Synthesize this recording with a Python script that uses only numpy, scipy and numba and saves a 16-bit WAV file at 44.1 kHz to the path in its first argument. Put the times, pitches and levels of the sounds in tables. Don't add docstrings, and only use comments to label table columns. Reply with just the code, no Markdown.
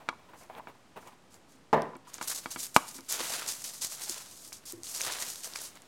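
import sys
import numpy as np
from scipy import signal
from scipy.fft import rfft, irfft, next_fast_len
from scipy.io import wavfile
from scipy.ndimage import uniform_filter1d
from numba import njit

SR = 44100
rng = np.random.default_rng(int(sys.argv[2]) if len(sys.argv) > 2 else 0)


def put_to_file(sound):
    columns = np.atleast_2d(sound).T
    safe = np.clip(columns, -1, 1)
    whole_steps = np.round(safe * 32767)
    wavfile.write(sys.argv[1], SR, whole_steps.astype(np.int16))


N = 258867

# start in seconds, hiss level in dB rms, swell in seconds, hold in seconds.
STROKES = [(.34, -57.5, 0.067, 0.018), (.96, -65.5, 0.066, 0.065), (1.29, -60, 0.046, 0.012),
           (1.47, -63, 0.037, .03), (2.068, -55.5, 0.0089, 0.019), (2.13, -47.5, 0.0089, 0.012),
           (2.208, -41, 0.0066, 0.025), (2.272, -34, 0.0072, 0.026), (2.345, -35, 0.0041, 0.012),
           (2.477, -58, .004, 0.012), (2.503, -39, 0.0045, 0.014), (2.57, -38, 0.044, 0.027),
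           (2.735, -39.5, 0.018, 0.0097), (2.875, -46.5, 0.014, 0.0086), (2.94, -44.5, 0.0067, 0.0089),
           (3.082, -35, 0.011, .06), (3.2, -41, 0.026, 0.14), (3.468, -31.5, 0.013, 0.021),
           (3.632, -40.5, .012, 0.03), (3.73, -45.5, 0.013, 0.021), (3.805, -30.5, 0.02, 0.009),
           (3.89, -42.5, 0.014, 0.028), (4.003, -41.5, 0.023, 0.024), (4.075, -36, .02, 0.031),
           (4.52, -42, 0.013, 0.0037), (4.652, -43.5, .005, 0.016), (4.672, -43, 0.0064, 0.022),
           (4.838, -42.5, .006, 0.073), (4.938, -37, .005, 0.027), (5.005, -38.5, 0.0082, 0.047),
           (5.11, -38, 0.0066, 0.011), (5.18, -39, 0.017, 0.03), (5.28, -38, 0.0058, 0.023),
           (5.372, -46, .008, .02), (5.425, -40.5, 0.01, 0.02), (5.55, -38, 0.0059, 0.0058),
           (5.59, -41.5, 0.016, 0.01), (5.63, -41, 0.0099, 0.018)]
STROKE_T60_S, STROKE_FLEX_DB = 0.19, -15
# time in seconds, hiss in dB rms, sheet flexing in dB rms.
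DRAG = [(2.05, -90, -63), (2.3, -51, -49), (2.7, -59.5, -70), (2.8, -53, -62), (3.05, -61.5, -68),
        (3.14, -43.5, -40.5), (3.27, -38.5, -40), (3.45, -46, -45.5), (3.6, -45, -54.5), (3.8, -49, -59.5),
        (4.15, -47.5, -49), (4.3, -51.5, -58), (4.48, -49, -73), (4.62, -75, -64.5), (4.82, -65, -70),
        (4.95, -41, -51.5), (5.1, -43, -38.5), (5.28, -45, -48), (5.38, -51, -61), (5.56, -50, -48.5),
        (5.75, -68, -60), (5.87, -70, -66)]
# frequency in Hz, relative density in dB per Hz.
HISS = [(600, -20.5), (1500, -24.5), (3000, -14.5), (4500, -4), (6600, -0.5), (9000, -3), (12000, -7),
        (16000, -18)]
TREBLE_HZ, FLICKER_DB = 8000, 2
# frequency in Hz, relative density in dB per Hz.
FLEX = [(100, -38), (250, -19.5), (500, -6), (1000, -1.5), (1600, -1.5), (2500, -3), (4000, -2),
        (8000, -19)]
# start in seconds, level in dB rms, swell in seconds, hold in seconds.
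SCUFFS = [(0, -53.5, 0.0033, 0.026), (.13, -60.5, 0.0092, 0.19), (.33, -52, 0.0049, 0.0046),
          (.39, -55, 0.021, .015), (.49, -50, 0.011, 0.11), (.668, -52, 0.0033, 0.017),
          (.955, -54.5, 0.012, 0.12), (1.33, -60.5, 0.008, 0.008)]
SCUFF_T60_S = 0.31
# frequency in Hz, relative density in dB per Hz.
SCUFF = [(200, -9.5), (500, -5.5), (800, -1.5), (1000, -1), (1300, -10), (2500, -13), (5000, -30.5)]
# start in seconds, level of each grain in dB, central pitch in Hz.
CREASES = [(.5506, -43.5, 3280), (1.3428, -37.5, 7500), (1.8203, -30.5, 6330), (1.953, -44.5, 3420),
           (1.967, -43, 8400), (2.1421, -24.5, 6860), (2.1814, -35, 7330), (3.007, -34, 7000),
           (3.1242, -15, 8450), (3.4285, -25.5, 3620), (3.517, -35, 6650), (3.6764, -34, 6730),
           (3.9155, -29, 6400), (4.081, -30, 5640), (4.096, -17, 7620), (4.5244, -47, 7150),
           (4.7228, -21, 9200), (4.8337, -24.5, 7600), (4.869, -31, 6140), (4.9754, -39, 6100),
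           (5.009, -25, 2750), (5.016, -15.5, 8900), (5.035, -24, 4960), (5.1126, -26, 8540),
           (5.136, -27, 6230), (5.1864, -26, 3020), (5.536, -30, 4900), (5.5593, -22.5, 4380),
           (5.7555, -39, 7000), (5.82, -36, 9900)]
# start in seconds, peak of the ring in dB, centre of the blow in Hz,
# softness in dB per octave, share of the free ring time (limited to 0.1 to 2 in use).
TAPS = [(.082, -40, 1220, -5, 0.96), (0.0885, -14, 1340, 7, 0.91), (.128, -38, 960, 25, 0.69),
        (.335, -39.5, 930, 17, 0.65), (.499, -31.5, 740, 31, 0.43), (.552, -41, 910, 6, 0.34),
        (.597, -33.5, 840, 29, 0.61), (.672, -30, 675, 5.5, 0.64), (0.969, -47, 600, 20, 0.6),
        (1.027, -43, 830, 8, 1.3), (1.538, -54.5, 208, 41, 0.82), (1.934, -37.5, 990, 29, 0.79),
        (1.955, -38, 300, 4.5, .94), (2.071, -44, 1060, 41, 3.1), (2.185, -32.5, 970, 3, 0.76),
        (2.213, -21.5, 960, 7, 0.81), (2.459, -19.5, 1350, 1.5, .87), (2.561, -23, 1350, 0, 1.1),
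        (2.7636, 3, 1015, 8.5, 0.41), (2.954, -47.5, 260, 13, .71), (2.987, -36.5, 260, 3, 0.84),
        (3.204, -35.5, 500, 17, 0.67), (3.301, -36, 650, 39, 0.37), (3.421, -26, 1730, 6.5, 0.78),
        (4.096, -43.5, 343, 22, 0.78), (4.523, -34, 2000, 7, .2), (4.733, -39, 340, 17, 1.25),
        (4.775, -46, 340, 29, 2), (4.735, -46.5, 110, 9, 1.2), (5.099, -30, 960, 11, 0.61),
        (5.469, -44, 604, 39, 0.43), (5.558, -26, 1770, 33, 0.41)]
# frequency in Hz, relative level in dB, free ring time (t60) in seconds.
CUP = [(109.7, -11.5, 0.42), (213, -24, 0.13), (267.2, -3, 0.2), (340.6, 0.5, 0.094), (495, -6.5, 0.088),
       (672, -9.5, 0.085), (765, -10, 0.093), (887, -7, 0.082), (978, 4, 0.047), (1108, -8.5, 0.15),
       (1227, -2.5, 0.087), (1370, 13, 0.016), (1640, 2.5, 0.026), (1993, 5.5, 0.021), (2262, 4.5, 0.044),
       (2725, -7.5, 0.051), (3280, -8, 0.078), (4520, -5, 0.036)]
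CRACK_DB, CRACK_GROWTH = -9.5, 1.205
CRACK_HZ, CRACK_DULLING = 9000, .35
# start in seconds, peak of the boom in dB.
THUDS = [(1.7295, -11.5), (1.7345, -14.5), (1.7424, -19.5), (1.7475, -20), (1.775, -37)]
# frequency in Hz, relative level in dB, free ring time (t60) in seconds.
CABINET = [(155.7, -13, 0.42), (223.5, -10.5, 0.34), (296, -6, 0.21), (384, -16.5, 0.44), (447, -2, 0.29),
           (528, -2, 0.24), (584.5, 0.5, 0.25), (663, -1.5, 0.4), (738, -13, 0.21), (880, -0.5, 0.18),
           (894, 3, 0.16), (1001, -11.5, 0.42), (1184, -9, 0.34)]
# frequency in Hz, relative density in dB per Hz.
CLATTER = [(40, -20), (110, -17), (250, -9.5), (600, -5.5), (1050, -7.5), (1400, -19.5), (1800, -16),
           (2200, -25.5), (3500, -36.5), (9000, -57.5)]
# band centre in Hz, decay time (t60) in seconds.
ROOM_T60 = [(200, 0.4), (800, 0.36), (3000, 0.15), (10000, 0.65)]
ROOM_DB = -17
# frequency in Hz, relative density in dB per Hz.
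KITCHEN = [(26, -47), (45, -10), (53, -2.5), (123, -0.5), (284, 0.5), (391, -3), (1210, -7.5), (1510, -11),
           (8450, -22), (14500, -35), (16000, -40)]
KITCHEN_DB = -60.5
TOP_HZ = 16000


def rustle():
    slide, bend = curve(DRAG)
    strokes = gestures(STROKES, STROKE_T60_S)
    grip = stutter(count=450, t60=0.13, depth=1.07) * stutter(count=500, t60=0.022, depth=2.24)
    hiss_gain = np.sqrt(strokes + slide ** 2)
    flex_gain = np.sqrt(strokes * undb(STROKE_FLEX_DB) ** 2 + bend ** 2)
    scuff_gain = np.sqrt(gestures(SCUFFS, SCUFF_T60_S))
    return glove_hiss(grip) * hiss_gain + sheet_flex(grip) * flex_gain + cup_scuff() * scuff_gain


def glove_hiss(grip):
    hiss = coloured(HISS) + undb(-6.5) * crinkle(HISS, count=30000, cycles=5.8, scatter_db=2.5)
    treble = highpass(hiss, TREBLE_HZ)
    hiss = hiss + treble * (undb(FLICKER_DB * walk(40.)) - 1)
    return unit(hiss * grip)


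def sheet_flex(grip):
    flex = coloured(FLEX) + undb(-3.5) * crinkle(FLEX, count=16000, cycles=5.1, scatter_db=2.0)
    return unit(flex * grip * undb(1.5 * walk(45)))


def cup_scuff():
    return unit(coloured(SCUFF) * undb(4.7 * walk(58.94)))


def creases():
    start_s, level_db, hz = np.transpose(CREASES)
    late, detune = rng.random((len(start_s), 2, 3)).transpose(1, 0, 2)
    start = ((start_s[:, None] + 0.00086 * late) * SR).astype(np.int64).ravel()
    pitch = hz[:, None] * 2 ** (detune - .5)
    pitch = np.minimum(pitch, .4 * SR).ravel()
    return grains(N, start, pitch, np.full(len(start), 6.), np.repeat(undb(level_db), 3))


def taps():
    out = np.zeros(N)
    mode_hz = np.array(CUP)[:, :1]
    for start_s, peak_db, hz, soft_db, share in TAPS:
        near_db = -soft_db * np.abs(np.log2(mode_hz / hz))
        push_s = 0.027 * max(soft_db, 1) / hz
        add(out, start_s, undb(peak_db) * ring(CUP, near_db, np.clip(share, .1, 2), push_s))
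        crack_hz = max(CRACK_HZ * undb(CRACK_DULLING * peak_db), 2500)
        crack_db = CRACK_DB + CRACK_GROWTH * peak_db
        add(out, start_s, undb(crack_db) * crack(0.024, crack_hz))
    return out


def thuds():
    out, age = np.zeros(N), np.arange(SR // 2) / SR
    for start_s, peak_db in THUDS:
        add(out, start_s, undb(peak_db) * ring(CABINET, 0, share=0.89, push_s=0.000285))
        clatter = (coloured(CLATTER) * undb(1.9 * walk(88)))[:len(age)]
        add(out, start_s, undb(peak_db - 12.5 - 60 * age / 0.38) * clatter)
        add(out, start_s, undb(peak_db - 15.5) * crack(0.0074, hz=4300))
    return out


def ring(modes, gains_db, share, push_s):
    hz, db, t60 = np.transpose(modes)[:, :, None]
    age = np.arange(SR // 2) / SR
    decay = undb(db + gains_db - 60 * age / (t60 * share))
    x = (decay * np.sin(2 * np.pi * hz * age)).sum(0)
    x = x * (1 - np.exp(-age / push_s))
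    x = highpass(x, 150)
    return x / np.abs(x).max()


def crack(t60, hz):
    age = np.arange(SR // 20) / SR
    band = signal.butter(2, [1500, min(hz, .45 * SR)], "band", fs=SR, output="sos")
    x = signal.sosfilt(band, rng.standard_normal(len(age))) * undb(-60 * age / t60)
    return x / np.abs(x).max()


def room(x):
    age = np.arange(SR // 2) / SR
    tail = 0
    for hz, t60 in ROOM_T60:
        band = signal.butter(1, [hz / 2, min(hz * 2, .45 * SR)], "band", fs=SR, output="sos")
        noise = unit(signal.sosfilt(band, rng.standard_normal(len(age))))
        tail = tail + noise * np.sqrt(hz) * undb(-60 * age / t60)
    tail = tail * (age > .003) / np.sqrt(np.sum(tail ** 2))
    return signal.fftconvolve(x, tail)[:N]


def kitchen():
    return coloured(KITCHEN) * undb(KITCHEN_DB + 0.69 * walk(1.76))


def gestures(rows, t60):
    power, age = np.zeros(N), np.arange(SR // 2) / SR
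    for start_s, db, swell, hold in rows:
        rise = np.sin(np.pi / 2 * np.clip(age / max(swell, .002), 0, 1)) ** 2
        fade_db = -60 * np.maximum(age - swell - hold, 0) / t60
        add(power, start_s, (rise * undb(db + fade_db)) ** 2)
    return power


def stutter(count, t60, depth):
    when, big = rng.random((count, 2)).T
    kicks = np.bincount((when * N).astype(int), -np.log(1 - big), N)
    kept = undb(-120 / (t60 * SR))
    return np.sqrt(1 + depth * signal.lfilter([1], [1, -kept], kicks))


def crinkle(table, count, cycles, scatter_db):
    when, where, big, length = rng.random((count, 4)).T
    hz = table[0][0] * (table[-1][0] / table[0][0]) ** where
    size = undb(table_db(table, hz) + 10 * np.log10(hz) - scatter_db * np.log(1.0005 - big))
    return unit(grains(N, (when * N).astype(np.int64), hz, cycles * (.5 + length), size))


@njit
def grains(n, start, hz, cycles, size):
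    out = np.zeros(n)
    for g in range(len(start)):
        steps = int(cycles[g] * SR / hz[g]) + 2
        turn = np.exp(2j * np.pi * hz[g] / SR - 5.76 / steps)
        settle = np.exp(-12 / steps)
        z, unrisen = 2 * size[g] + 0j, 1.
        for i in range(start[g], min(n, start[g] + steps)):
            z, unrisen = z * turn, unrisen * settle
            out[i] += z.imag * (1 - unrisen)
    return out


def coloured(table):
    size = next_fast_len(N)
    hz = np.arange(size // 2 + 1) * SR / size
    spectrum = rfft(rng.standard_normal(size)) * undb(table_db(table, hz))
    return unit(irfft(spectrum, size)[:N])


def table_db(table, hz):
    f, db = np.transpose(table)
    return np.interp(np.log(np.maximum(hz, 1)), np.log(f), db)


def walk(rate):
    k = max(int(SR / rate), 1)
    return uniform_filter1d(np.repeat(rng.standard_normal(N // k + 1), k), k)[:N]


def curve(rows):
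    s, *columns = np.transpose(rows)
    return [undb(np.interp(np.arange(N) / SR, s, c, -120, -120)) for c in columns]


def highpass(x, hz):
    return signal.sosfilt(signal.butter(2, hz, "high", fs=SR, output="sos"), x)


def undb(db):
    return 10 ** (np.asarray(db) / 20)


def unit(x):
    return x / np.sqrt(np.mean(x ** 2))


def add(out, s, sound):
    i = int(s * SR)
    out[i:i + len(sound)] += sound[:N - i]


def scene():
    near = rustle() + creases() + taps() + thuds()
    return (near + undb(ROOM_DB) * room(near) + kitchen())[None]


def record(dry):
    x = highpass(dry, 55) + 0.00059
    clipped = np.clip(x, -.96, .96)
    return signal.sosfilt(signal.ellip(10, .2, 80, TOP_HZ, fs=SR, output="sos"), clipped)


dry = scene()
out = record(dry)
put_to_file(out)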